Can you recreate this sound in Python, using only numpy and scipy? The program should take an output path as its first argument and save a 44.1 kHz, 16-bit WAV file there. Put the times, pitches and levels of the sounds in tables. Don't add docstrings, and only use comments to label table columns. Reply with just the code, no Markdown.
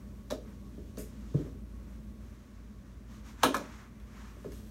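import sys
import numpy as np
from scipy import signal
from scipy.fft import rfft, irfft
from scipy.io import wavfile
from scipy.ndimage import uniform_filter1d

SR = 44100
rng = np.random.default_rng(int(sys.argv[2]) if len(sys.argv) > 2 else 0)


def ratio(d):
    e = np.asarray(d, float) / 20
    return 10 ** e


def dump_mix(stems):
    frames = np.atleast_2d(stems).T
    limited = np.clip(frames, -1, 1)
    pcm = np.round(limited * 32767).astype(np.int16)
    wavfile.write(sys.argv[1], SR, pcm)


N = 207314
TIME = np.arange(N) / SR


def unit(x):
    return x / np.sqrt(np.mean(x ** 2))


def coloured(x, points):
    hz, db = np.transpose(points)
    f = np.maximum(np.arange(len(x) // 2 + 1) * SR / len(x), 1)
    gain_db = np.interp(np.log(f), np.log(hz), db, left=-90, right=-90)
    return irfft(rfft(x) * ratio(gain_db), len(x))


def noise(points):
    return unit(coloured(rng.standard_normal(N), points))


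def walk(rate):
    hold = int(SR / rate)
    steps = np.repeat(rng.standard_normal(N // hold + 1), hold)
    return 1.02 * uniform_filter1d(uniform_filter1d(steps, hold), hold)[:N]


def curves(table):
    s, *columns = np.transpose(table)
    return [np.interp(TIME, s, c) for c in columns]


def add(out, s, x):
    i = int(s * SR)
    out[i:i + len(x)] += x[:N - i]


def ring(modes, t, lean_db, contact_s):
    hz, db, t60 = np.transpose(modes)[:, :, None]
    sign = (-1.) ** np.arange(len(modes))[:, None]
    partials = sign * ratio(db + lean_db) * np.sin(2 * np.pi * hz * t) * ratio(-60 * t / t60)
    y = np.sum(partials, axis=0) * (1 - np.exp(-t / contact_s)) ** 2
    return y / np.abs(y).max()


def room(x):
    # centre in Hz, relative level in dB, decay by 60 dB in seconds.
    reverb_bands = [(124, -5, 0.5), (300, 4.5, 0.42), (633, 0.5, 0.29), (1480, 5.5, 0.19),
                    (3480, 4.5, 0.25), (7100, -0.5, 0.28), (12600, 6, 0.16)]
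    gap_s, build_s = 0.00085, 0.0006
    t = np.arange(SR // 2) / SR
    tail = 0
    for hz, db, t60 in reverb_bands:
        shape = [(hz / 2.2, -30), (hz / 1.5, -3), (hz * 1.5, -3), (hz * 2.2, -30)]
        band = coloured(rng.standard_normal(len(t)), shape)
        tail = tail + band * ratio(db - 60 * t / t60) / np.sqrt(t60 * SR)
    tail = tail * (1 + ratio(5.5) * np.exp(-t / 0.0021))
    tail = ratio(10.5) * tail * (1 - np.exp(-np.maximum(t - gap_s, 0) / build_s))
    tail[0] = 1
    return signal.fftconvolve(x, tail)


def hiss():
    # frequency in Hz, relative level in dB per Hz.
    hiss_colour = [(880, -31), (1500, 1.5), (1700, -8), (2580, 0), (2820, -11), (3200, -9), (4180, -6.5),
                   (7260, -14.5), (8490, -9.5), (13600, -11.5), (15800, -12)]
    return ratio(-75) * noise(hiss_colour)


def furnace():
    # time in seconds, level in dB.
    low_level = [(0, -48), (1.3, -47.5), (2.25, -48.5), (2.45, -50.5), (3.9, -50.5), (4.4, -50),
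                 (4.7, -47.5)]
    # frequency in Hz, relative level in dB per Hz.
    rumble_colour = [(15, -59), (25, -27), (29, -26), (36, -1.5), (59, -0.5), (81, -4), (124, -14),
                     (147, -13), (212, -6), (331, -15.5), (612, -26.5), (802, -35), (1130, -36),
                     (1300, -46), (2500, -48), (3250, -74), (5500, -120)]
    # centre in Hz, width in Hz, relative level in dB.
    resonances = [(87.5, 11, -2.5), (208.5, 30, 2.5), (587, 78, -16), (1110, 8.3, -21)]

    level_db, = curves(low_level)
    hum_hz = 55.5 * (1 + 0.014 * walk(6.25))
    hum_db = -1 - 0.5 * walk(4.92) + walk(15)
    hum = ratio(hum_db) * np.sin(2 * np.pi * np.cumsum(hum_hz) / SR)
    mains = ratio(-10.5 + 1.2 * walk(4.34)) * np.sin(2 * np.pi * 119.2 * TIME)

    ducts = 0
    for f, w, db in resonances:
        peak = [(f - 2 * w, -30), (f - w / 2, -3), (f, 0), (f + w / 2, -3), (f + 2 * w, -30)]
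        ducts = ducts + ratio(db) * noise(peak)
    tilt = [(25, -28), (44, 0), (56, 3), (70, 2), (2500, 2.5)]
    broad = unit(coloured(noise(rumble_colour), tilt)) * ratio(0.8 * walk(12))
    rumble = ratio(-2.5) * broad + ratio(-8.5) * ducts
    return ratio(level_db) * (np.sqrt(2) * (hum + mains) + rumble)


def slides():
    # time in seconds, then the levels of
    # the drag, fibre and sizzle layers in dB.
    background = [(0, -71.5, -74, -77.5), (1.4, -70.5, -70, -78), (1.6, -72, -75.5, -80),
                  (2.35, -70.5, -73.5, -79), (2.5, -69.5, -74, -88.5), (4, -68.5, -75, -82.5),
                  (4.7, -68, -68, -69.5)]
    # peak time, rise and fall in seconds, drag level in dB, brightness in dB.
    strokes = [(.307, 0.0037, 0.032, -53.5, 3), (.5, 0.073, 0.066, -68.5, -3),
               (1.2, 0.15, 0.18, -67.5, -0.5), (1.42, 0.098, .07, -66, 2), (1.95, 0.13, .05, -71, 2),
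               (2.32, 0.089, 0.17, -69, 0), (3.141, 0.037, 0.055, -62, 2), (3.29, 0.035, 0.041, -57.5, 1),
               (3.45, 0.046, 0.16, -53.5, -1.5), (3.72, .12, 0.099, -56, -2), (4.21, 0.074, 0.094, -57, -2),
               (4.4, 0.025, 0.052, -70, -2), (4.535, 0.012, 0.068, -69, 9)]
    # frequency in Hz, relative level in dB per Hz.
    drag_colour = [(600, -10), (900, -1), (1150, 3), (1400, -0.5), (1700, -0.5), (2300, -5), (2800, -12),
                   (3600, -31)]
    fibre_colour = [(1650, -64), (2800, -2.5), (3390, -2.5), (4870, -6.5), (5660, -3), (6810, -4),
                    (10000, -19), (13000, -61), (22000, -120)]
    sizzle_colour = [(4710, -42), (8000, 0), (10400, -5), (12400, 1), (14900, -9.5), (15800, -4)]

    power = ratio(np.array(curves(background))) ** 2
    for s, rise_s, fall_s, drag_db, bright_db in strokes:
        swell = np.exp(-((TIME - s) / np.where(TIME < s, rise_s, fall_s)) ** 2)
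        layers_db = drag_db + np.array([0, -5.5 + bright_db, -15.5 + 2 * bright_db])
        power = power + ratio(layers_db)[:, None] ** 2 * swell
    drag, fibre, sizzle = np.sqrt(power)
    catch = walk(25.38)
    drag = drag * ratio(1.56 * catch) * noise(drag_colour)
    fibre = fibre * ratio(0.44 * catch + 0.73 * walk(68)) * noise(fibre_colour)
    sizzle = sizzle * ratio(catch) * noise(sizzle_colour)
    return drag + fibre + sizzle


def rattle():
    # frequency in Hz, relative level in dB, decay by 60 dB in seconds.
    metal_modes = [(6840, -1, .06), (8100, -3, .06), (8640, 1, .06), (9800, -15, 0.052), (11000, -9, .06),
                   (11700, 6, 0.053), (12240, 1, 0.055), (13700, -4, .06)]
    # frequency in Hz, relative level in dB per Hz.
    chafe_colour = [(880, -32), (1500, -2.5), (3330, -6.5), (3860, -7), (4350, -9), (6450, 2), (12200, -6),
                    (15800, -9)]
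    start_s, length_s = 0.98, 0.04

    t = np.arange(SR // 8) / SR
    swell = np.exp(-TIME / length_s) * (1 - np.exp(-TIME / 0.00043))
    out = ratio(-51.5) * noise(chafe_colour) * swell
    for when, size, detune, *spot in rng.random((24, 3 + len(metal_modes))):
        stretched = t * (1 + 0.035 * (detune - 0.5))
        spot_db = -24 * np.array(spot)[:, None]
        tick = ring(metal_modes, stretched, spot_db, 0.00023)
        add(out, length_s * when ** 1.2, ratio(-56 - 5.6 * size) * tick)
    return np.roll(room(out)[:N], int(start_s * SR))


def blows():
    # start in seconds, crack, stick ring and
    # hollow knock in dB, pitch the knock leans to in Hz.
    clacks = [(.3035, -33.5, -37, -39, 570), (.3085, -31.5, -42.5, -31.5, 580),
              (0.3186, -35.5, -56, -24.5, 556), (.9720, -40.5, -47.5, -34.5, 487),
              (3.4246, -45, -35, -54, 636), (3.4320, -19.5, -14.5, -18.5, 640),
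              (3.4346, -10.5, -18.5, -23, 650), (3.4420, -20, -24, -21.5, 660),
              (3.4480, -33, -25, -23, 353), (3.5428, -30, -18.5, -33, 300),
              (3.5480, -25.5, -29, -30.5, 627), (3.5586, -44, -39, -34, 650),
              (3.5680, -31, -40, -30.5, 666), (3.609, -55, -61, -42, 620), (4.0, -53, -62, -68, 600),
              (4.4430, -54, -47, -36, 534), (4.5200, -45, -58, -56, 300)]
    # start in seconds, hollow knock and floor
    # thump in dB, pitch the knock leans to in Hz.
    thuds = [(.775, -39, -47, 403), (.986, -37, -63, 423), (1.3406, -27, -18.5, 410),
             (1.365, -32.5, -45, 380), (1.391, -32, -38, 407), (1.462, -37.5, -57, 417),
             (1.981, -53, -46, 300), (4.363, -46, -62, 470), (4.453, -35, -44, 420),
             (4.478, -41.5, -46, 383)]
    # frequency in Hz, relative level in dB, decay by 60 dB in seconds.
    stick_modes = [(780, 4.5, 0.0079), (915, 1.5, 0.025), (1055, -2.5, 0.04), (1266, 2, 0.023),
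                   (1477, 2, 0.0094), (1690, -1.5, 0.021), (2450, -12.5, 0.033)]
    hollow_modes = [(202.7, 7, 0.088), (260, 5.5, 0.16), (300, 2, 0.12), (355.8, -1, 0.079),
                    (419.5, 0, 0.068), (488, -6, 0.08), (570, -0.5, 0.068), (629, -9.5, 0.17),
                    (724, -7.5, 0.056)]
    floor_modes = [(104.5, 2.5, 0.06), (146, 7.5, 0.087), (180.6, -5.5, 0.11)]
    # frequency in Hz, relative level in dB per Hz.
    crack_colour = [(1500, -17), (2200, -6.5), (2900, -8.5), (3800, -2), (4900, -11), (6200, -2.5),
                    (8000, -13.5), (10500, -19), (12500, -16.5), (15800, -23), (16400, -42)]

    rows = [(s, crack, stick, knock, knock - 18, hz) for s, crack, stick, knock, hz in clacks]
    rows += [(s, knock - 26, knock - 23, knock, thump, hz) for s, knock, thump, hz in thuds]

    out = np.zeros(N)
    t = np.arange(SR // 4) / SR
    early = t[:1024]
    burst = np.exp(-early / 0.001) * (1 - np.exp(-early / 0.0002))
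    hollow_hz = np.array(hollow_modes)[:, :1]
    for s, crack_db, stick_db, hollow_db, thump_db, lean_hz in rows:
        crack = coloured(rng.standard_normal(1024), crack_colour) * burst
        contact_s = np.clip(0.0012 * ratio(0.36 * (hollow_db - crack_db)), 0.0006, 0.009)
        lean_db = -18 * np.abs(np.log2(hollow_hz / lean_hz))
        spot_db = 1.5 * rng.standard_normal((len(stick_modes), 1))
        body = ratio(stick_db) * ring(stick_modes, t, spot_db, 0.51 * contact_s)
        body = body + ratio(hollow_db) * ring(hollow_modes, t, lean_db, contact_s)
        body = body + ratio(thump_db) * ring(floor_modes, t, 0, 0.016)
        body[:1024] += ratio(crack_db) * crack / np.abs(crack).max()
        add(out, s, room(body))
    return out


def scene():
    mix = hiss() + furnace() + slides() + rattle() + blows()
    return mix[None]


def low_pass(x):
    return signal.sosfilt(signal.butter(12, 16450, fs=SR, output="sos"), x)


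def record(dry):
    bass_cut = signal.butter(4, 44., "high", fs=SR, output="sos")
    finished = signal.sosfilt(bass_cut, dry)
    return low_pass(finished)


dry = scene()
out = record(dry)
dump_mix(out)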